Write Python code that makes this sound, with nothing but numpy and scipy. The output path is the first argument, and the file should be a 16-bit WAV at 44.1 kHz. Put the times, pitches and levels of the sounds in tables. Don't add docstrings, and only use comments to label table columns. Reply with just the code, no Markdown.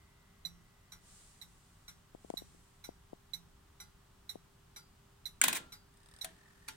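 import sys
import numpy as np
from scipy import signal
from scipy.fft import rfft, irfft, next_fast_len
from scipy.io import wavfile

SR = 44100
rng = np.random.default_rng(int(sys.argv[2]) if len(sys.argv) > 2 else 0)


def waveform_to_disk(signal):
    frames = np.transpose(np.atleast_2d(signal))
    scaled = np.clip(frames, -1, 1) * 32767
    samples = np.round(scaled).astype(np.int16)
    wavfile.write(sys.argv[1], SR, samples)


N = 298116
TIME = np.arange(N) / SR
AGE = TIME[:SR // 2]

# start_s, level_db, pan_db, tilt_db_per_octave, t60_s
LIFTING_CONTACT = [(6.2450, -30, 3.0, 0.3, 0.03)]


def escapement():
    tick_forces = [2.5, -10.5, 0, 1.5, -1, 0, -1.5]
    tock_forces = [-2, -1, 2, 0.5, -1, -1, -8]
    # frequency_hz, level_db
    tick_rattle = [(700, -13), (1700, -2), (2120, 4.5), (2700, -15), (3250, -8.5), (3850, 17), (4450, -7),
                   (5850, -2), (6450, -16.5), (7200, 3), (8200, -3), (11000, -3), (13200, -7), (15000, -5),
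                   (15800, -17)]
    tock_rattle = [(700, -5), (1450, 8), (1800, -1), (2280, 5), (2750, -9.5), (3500, 2), (3960, 7.5),
                   (4450, -8), (5900, 5), (6400, -14), (7100, -0.5), (10500, -3), (12800, -3), (13700, -15),
                   (15000, -8), (15800, -25)]
    # pitch_hz, tick_db, tock_db, t60_s
    lever_modes = [(850, -67, -68, 0.3), (1415, -75, -63, 0.28), (2040, -78, -61, 0.22),
                   (2131, -57.5, -61, 0.12), (2293, -63.5, -54, 0.056), (4000, -54.5, -59.5, 0.22),
                   (5770, -51.5, -63, 0.11), (5857, -46.5, -46.5, 0.11), (7120, -63, -61, 0.17),
                   (7370, -64, -61, 0.16), (8700, -62, -59, .1), (9460, -62.5, -66, 0.25),
                   (9520, -56, -61, 0.12), (10140, -66, -77, .16), (10480, -61, -53, 0.11),
                   (10800, -55, -56, 0.071), (11500, -72, -66, 0.16), (11980, -66, -56, .08),
                   (12200, -60, -71, 0.11), (12660, -70, -57, 0.12), (13058, -49, -61, 0.11),
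                   (13430, -60, -68, 0.092), (14210, -71, -62, 0.12), (14490, -62, -80, .14),
                   (15110, -65, -63, 0.12)]
    hanging_modes = [(169.6, -56.5, -63, 0.69), (5770, -58, -63, 0.35)]
    short, long = np.array(lever_modes), np.array(hanging_modes)
    tick_columns, tock_columns = [0, 1, 3], [0, 2, 3]
    first_tick_s, tock_after_s = .4503, .4688
    tick = beats(first_tick_s, tick_forces, tick_rattle, short[:, tick_columns], long[:, tick_columns],
                 late_s=.0028, ring_db=-24.5, pan_db=-16, rattle_db=-46.8, rattle_t60=.1,
                 rebound_s=.008, rebound_db=-5.5, spring_db=-4, close_spring_db=-3)
    tock = beats(first_tick_s + tock_after_s, tock_forces, tock_rattle,
                 short[:, tock_columns], long[:, tock_columns],
                 late_s=0, ring_db=-38.5, pan_db=-11, rattle_db=-53, rattle_t60=.12,
                 rebound_s=.012, rebound_db=-4.5, spring_db=-2, close_spring_db=13.5)
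    return tick + tock


def beats(first_s, forces_db, rattle_colour, lever_modes, hanging_modes, late_s, ring_db, pan_db,
          rattle_db, rattle_t60, rebound_s, rebound_db, spring_db, close_spring_db, swing_s=.9604):
    # time_s, closeness (0 to 1)
    approach = [(1.5, 0), (3.7, .65), (4.5, 1)]
    # pitch_hz, level_db, t60_s
    spring_mode = [(4770, -68, .36)]
    out = np.zeros((2, N))
    landing = decay(rattle_t60, rise_s=.0012)
    rebound = from_db(rebound_db) * np.interp(AGE - rebound_s, AGE, landing)
    envelope = np.hypot(landing, rebound) + from_db(-19.5) * decay(.35, rise_s=.0076)
    for swing, force_db in enumerate(forces_db):
        s = first_s + swing * swing_s + late_s * (swing % 2)
        close = np.interp(s, *np.transpose(approach))
        pallet = from_db(ring_db + force_db) * panned(pan_db) * pallet_ring(rebound_s, rebound_db)
        plates = noise(rattle_colour, len(AGE)) * envelope
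        plates *= from_db(rattle_db + .25 * force_db + 2.5 * close)
        clink = ring(lever_modes, rise_s=.0035, scatter_db=2.2)
        clink *= from_db(-.8 + .6 * force_db + 2.5 * close)
        hanging = ring(hanging_modes, rise_s=.012, scatter_db=2.5)
        hanging *= from_db(1.8 + .9 * force_db - 7.5 * close)
        spring = ring(spring_mode, rise_s=.009, scatter_db=0)
        spring *= from_db(spring_db + force_db + close_spring_db * close ** 3)
        add(out, s, pallet + panned(-1) * (plates + clink + hanging + spring))
    return out


def pallet_ring(rebound_s, rebound_db):
    # pitch_hz, level_db, t60_s
    modes = [(3968, 2, 0.037), (3866, -10.5, 0.045)]
    first = ring(modes, rise_s=.0044, scatter_db=-.54, phase_spread=0)
    second = np.pad(first, ((0, 0), (int(rebound_s * SR), 0)))[:, :len(AGE)]
    damping = np.exp(-np.maximum(AGE - rebound_s, 0) / .0015)
    return first * damping + from_db(rebound_db) * second


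def rack():
    # start_s, level_db, pan_db, tilt_db_per_octave, t60_s
    release = [(5.4143, -10.7, 1, 1.3, 0.018), (5.4155, -14, -4, -0.5, 0.015)]
    # frequency_hz, level_db
    hook_colour = [(150, -34), (1100, -19), (1500, 1), (2250, 0), (2700, -5), (3300, -6), (4200, -19),
                   (5400, -16.5), (7000, -0.5), (8400, 2), (9800, -2.5), (11000, -18), (13500, -14),
                   (15300, -18)]
    rack_colour = [(150, -35), (500, -17.5), (1000, -1), (1550, -7), (2450, 4), (2800, -3.5), (3300, -0.5),
                   (5400, -7), (7000, -2.5), (9000, 2), (11000, -7.5), (13500, -5.5), (15000, 0),
                   (16000, -10)]
    # pitch_hz, level_db, t60_s
    hook_modes = [(1500, -8.5, .04), (2060, -6.5, 0.037), (2296, -5, .035), (3250, -13, 0.06),
                  (6900, -11, .03), (8300, -4, .035), (9080, -12, 0.036)]
    rack_modes = [(254, -31.5, 0.69), (298, -32, 0.3), (650, -30.5, 0.35), (870, -27, .16),
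                  (1005, -27, .25), (1059, -25, .2), (1378, -29, 0.73), (1493, -25.5, .13),
                  (1570, -25, 0.18), (1480, -22, 0.14), (1625, -21.5, .16), (1710, -24, .16),
                  (1981, -18.5, .16), (2020, -19, .15), (2430, -20, .12), (2485, -17, .13),
                  (2700, -23, .12), (2840, -25, .14), (3140, -27, .14), (3260, -27, 0.13), (3340, -21, .16),
                  (3700, -22, .15), (3876, -19, .11), (6500, -28, .14), (7100, -21, .12), (7400, -31, .12),
                  (8200, -27, .13), (7880, -20, .13), (9055, -16.5, .1), (11520, -23, .11),
                  (15080, -16, .07)]
    hook = strike(release, hook_colour, hook_modes, frame_db=-24.5, modes_db=-8.5, bench_db=-55)
    drop = strike(bounces(), rack_colour, rack_modes, frame_db=-18.5, modes_db=-7, bench_db=-28)
    return hook + drop


def bounces(graze_lead_s=.0027, chatter_gap_s=.0125, chatter_loss_db=13.5):
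    # start_s, level_db
    landings = [(5.4391, -13.8), (5.4818, -17.4), (5.5283, -23)]
    first_db = landings[0][1]
    settle_s, settle_gap_s = 5.548, .0055
    contacts = []
    for s, db in landings:
        graze_db = first_db - 9.5 + 1.8 * (db - first_db)
        contacts.append(contact(s - graze_lead_s, graze_db, t60=.028, tilt_db=1.6, pan_db=1.5))
        contacts.append(contact(s, db, t60=.026, tilt_db=-.2, pan_db=.6))
        for k in (1, 2):
            contacts.append(contact(s + k * chatter_gap_s, db - k * chatter_loss_db, t60=.02, tilt_db=.8))
    shiver = [contact(settle_s + k * settle_gap_s, db=-33, t60=.05, tilt_db=-.8) for k in range(5)]
    return contacts + shiver


def contact(s, db, t60, tilt_db, pan_db=0):
    return s, db, pan_db, tilt_db, t60


def strike(contacts, colour, modes, frame_db, modes_db, bench_db):
    # frequency_hz, level_db
    frame_colour = [(90, -28.5), (170, -15), (260, -2), (480, -13.5), (750, -12.5), (1020, 2),
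                    (1250, -10.5), (1550, 6), (2300, -2), (3400, 3.5), (5300, -8.5), (8500, -2.5),
                    (11500, -13.5), (15500, -19.5)]
    bench_colour = [(70, -41), (170, -4.5), (290, -4.5), (450, -10.5), (800, -13.5), (1600, -16.5),
                    (4000, -20.5), (15000, -47)]
    # frequency_hz, correlation
    crack_likeness = [(500, .52), (2200, .45), (5000, .11), (13000, -.26)]
    frame_likeness = [(200, .61), (1500, .13), (8000, .05)]
    bench_likeness = [(200, .71), (1000, .23)]
    out = np.zeros((2, N))
    for s, db, pan_db, tilt_db, t60 in contacts:
        crack = noise(colour, len(AGE), crack_likeness, tilt_db) * decay(t60, rise_s=.00066)
        frame = from_db(frame_db) * noise(frame_colour, len(AGE), frame_likeness) * decay(.22, .0023)
        bench = from_db(bench_db) * noise(bench_colour, len(AGE), bench_likeness) * decay(.44, .021)
        ringing = from_db(modes_db) * ring(modes, rise_s=.00043, scatter_db=3.5)
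        add(out, s, from_db(db) * (panned(pan_db) * crack + frame + bench + ringing))
    return out


def levers():
    # start_s, level_db, pan_db, tilt_db_per_octave, t60_s
    warning_contacts = [(6.6800, -45.5, 0.075, -1, 0.045), (6.6840, -34, .5, -1.2, 0.034)]
    # frequency_hz, level_db
    colour = [(150, -25), (700, -11.5), (1200, -4.5), (2300, -2), (3000, -7), (4300, 1.5), (5300, -9),
              (6300, -4), (8600, 1.5), (11000, -3), (13300, -4), (15500, -15)]
    # pitch_hz, level_db, t60_s
    lifting_modes = [(653, -12.5, 0.2), (738, -10, 0.12), (1630, -14, .12), (7700, -13, .08),
                     (8800, -12, .08), (9458, -17, 0.12)]
    warning_modes = [(265, -25, .25), (412, -18, 0.41), (877, -14.5, .16), (1400, -15, .14),
                     (2400, -8.5, 0.06), (4600, -13.5, .08), (6350, -18, .07)]
    lifting = strike(LIFTING_CONTACT, colour, lifting_modes, frame_db=-20, modes_db=-7, bench_db=-28)
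    warning = strike(warning_contacts, colour, warning_modes, frame_db=-15.5, modes_db=-4, bench_db=-30)
    return lifting + warning


def wheel_train(start_s=5.9385):
    # frequency_hz, level_db
    tooth_colour = [(1500, -8.5), (2800, -14), (3900, -4), (4400, -16), (5100, -4), (6500, -25),
                    (8700, 1.5), (10200, -17), (15000, -26)]
    start_hz, top_hz, spin_up_hz_per_s = 30.3, 42, 48
    first_tooth_db, load_db_per_s, free_tooth_db = -60, 33, -69
    running = TIME >= start_s
    turn_hz = np.clip(start_hz + spin_up_hz_per_s * (TIME - start_s), start_hz, top_hz)
    turns = np.cumsum(turn_hz * running) / SR
    out = running * fly(turns, turn_hz / top_hz)
    envelope = decay(.03, rise_s=.00063)[:2048]
    for s in TIME[1:][np.diff(np.ceil(turns)) > 0]:
        raising_lever = s < LIFTING_CONTACT[0][0]
        db = first_tooth_db + load_db_per_s * (s - start_s) if raising_lever else free_tooth_db
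        db += 2.5 * rng.standard_normal()
        add(out, s, from_db(db) * noise(tooth_colour, len(envelope)) * envelope)
    return out


def fly(turns, share_of_top_speed, squeak_hz=1814, fall_hz=280, flutter_db=5, db_per_doubling=22):
    # frequency_hz, level_db
    whir_colour = [(900, -15.5), (1550, -11.5), (1820, -2), (2100, -16.5), (5000, -20.5), (9000, -22),
                   (15000, -33.5)]
    within_turn = turns % 1
    strength = from_db(.5 + 3.5 * rng.standard_normal(400))[turns.astype(int)]
    pitch_hz = squeak_hz - fall_hz * (within_turn - .5)
    phase = 2 * np.pi * np.cumsum(pitch_hz) / SR + np.array([[0], [np.pi / 2]])
    squeak = strength * np.sin(np.pi * within_turn) ** 2 * np.sin(phase)
    whir = from_db(-2 - flutter_db * np.cos(2 * np.pi * turns)) * noise(whir_colour, N)
    return from_db(-69 + db_per_doubling * np.log2(share_of_top_speed)) * (whir + squeak)


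def finger_knocks(hard_width_s=.0004, softening=.12, port_lag_s=.00089):
    # time_s, level_db
    knocks = [(2.1494, -35.5), (2.2478, -38), (2.3028, -25), (2.3396, -28), (2.4214, -38), (2.548, -50),
              (2.8906, -30.5), (3.132, -32), (4.3568, -32.5)]
    # pitch_hz, level_db, t60_s
    case_modes = [(280, -34, 0.015), (560, -22, 0.022), (690, -18, 0.045)]
    out = np.zeros((2, N))
    hardest_db = max(db for s, db in knocks)
    for s, db in knocks:
        width_s = hard_width_s * from_db(softening * (hardest_db - db))
        offset_s = TIME[int(s * SR) - SR // 100:][:len(AGE)] - s
        widths = offset_s / width_s
        flex = widths * np.exp((1 - widths ** 2) / 2)
        age = np.maximum(offset_s, 0)
        case = sum(from_db(level - 60 * age / t60) * np.sin(2 * np.pi * hz * age)
                   for hz, level, t60 in case_modes)
        add(out, s - .01, -from_db(db) * (flex + case))
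    case_band = signal.butter(2, [170, 1300], "band", fs=SR, output="sos")
    out = signal.sosfilt(case_band, out)
    out[1] = from_db(-9) * np.interp(TIME - port_lag_s, TIME, out[0])
    return out


def sliding_skin(grip_db=-78.5):
    # start_s, rise_s, peak_db
    strokes = [(0.98, .18, -61.3), (1.3, .3, -73), (2.1, .28, -68.5)]
    # frequency_hz, level_db
    colour = [(1500, -12.5), (4000, -8.5), (6000, -7), (8000, -1), (9500, -4.5), (11000, -16),
              (15500, -25.5)]
    power = from_db(grip_db) ** 2
    for s, rise_s, db in strokes:
        progress = np.maximum(TIME - s, 0) / rise_s
        swell = (progress * np.exp(1 - progress)) ** 2
        power = power + (from_db(db) * swell) ** 2
    return np.sqrt(power) * noise(colour, N)


def fingernail(start_s=2.3014, level_db=-37.5):
    colour = [(500, 10), (3000, -3), (9000, -4), (15000, -23)]  # frequency_hz, level_db
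    out = np.zeros((2, N))
    add(out, start_s, from_db(level_db) * noise(colour, len(AGE)) * decay(.01, rise_s=.000091))
    return out


def workshop(air_db=-63.5, hum_hz=399):
    # frequency_hz, level_db
    air_colour = [(12, -35), (20, -1), (74, -2.5), (193, -8.5), (228, -14), (399, -21), (434, -22.5),
                  (485, -24.5), (542, -23.5), (1150, -18), (2390, -27.5), (2990, -25.5), (4060, -28.5),
                  (9400, -35), (16000, -35)]
    # frequency_hz, correlation
    air_likeness = [(30, .999), (80, .992), (170, .93), (400, .68), (1000, .45), (2500, .25), (10000, .1)]
    # pitch_hz, rms_db, fade_db_per_s
    faint_tones = [(1960, -79.5, 3), (2070, -79.5, 7)]
    # time_s, rms_db
    hum_levels = [(0, -78), (1.5, -82), (2.8, -77.5), (5, -76.5), (6.76, -75)]
    tones = sum(from_db(db - fade * TIME) * tone(hz) for hz, db, fade in faint_tones)
    hum = from_db(np.interp(TIME, *np.transpose(hum_levels))) * tone(hum_hz)
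    return from_db(air_db) * noise(air_colour, N, air_likeness) + tones + hum


def tone(hz):
    return np.sqrt(2) * np.sin(2 * np.pi * (hz * TIME + rng.random()) + np.array([[0], [np.pi / 2]]))


def ring(modes, rise_s, scatter_db, phase_spread=1):
    out = np.zeros((2, len(AGE)))
    for hz, db, t60 in modes:
        age = AGE[AGE < t60]
        gain = from_db(db + scatter_db * rng.standard_normal((2, 1)))
        apart = rng.choice([-1, 1]) * np.pi / 2 + rng.normal(0, .3)
        phase = 2 * np.pi * phase_spread * rng.random() + np.array([[0], [apart]])
        out[:, :len(age)] += gain * np.sin(2 * np.pi * hz * age + phase) * from_db(-60 * age / t60)
    return out * (1 - np.exp(-AGE / rise_s))


def noise(colour, size, likeness=((100, 0), (10000, 0)), tilt_db=0):
    fft_size = next_fast_len(size)
    hz = np.fft.rfftfreq(fft_size, 1 / SR) + 1
    level_db, alike = (np.interp(np.log(hz), np.log(curve[:, 0]), curve[:, 1])
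                       for curve in (np.array(colour), np.array(likeness)))
    mid, side = rfft(rng.standard_normal((2, fft_size)))
    spectrum = np.sqrt(1 + alike) * mid + np.sqrt(1 - alike) * side * [[1], [-1]]
    spectrum *= from_db(level_db + tilt_db * np.log2(1 + hz / 1000))
    sound = irfft(spectrum)[:, :size]
    return sound / sound.std()


def decay(t60, rise_s):
    return (1 - np.exp(-AGE / rise_s)) * from_db(-60 * AGE / t60)


def from_db(db):
    return 10 ** (np.asarray(db) / 20)


def panned(db):
    gains = from_db([[db / 2], [-db / 2]])
    return gains / np.sqrt(np.mean(gains ** 2))


def add(out, start_s, sound):
    at = int(start_s * SR)
    out[:, at:at + sound.shape[-1]] += sound[..., :N - at]


def scene():
    clock = escapement() + rack() + levers() + wheel_train()
    handling = finger_knocks() + sliding_skin() + fingernail()
    return clock + handling + workshop()


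def record(dry):
    return signal.sosfilt(signal.ellip(10, .2, 80, 16200, fs=SR, output="sos"), dry)


dry = scene()
out = record(dry)
waveform_to_disk(out)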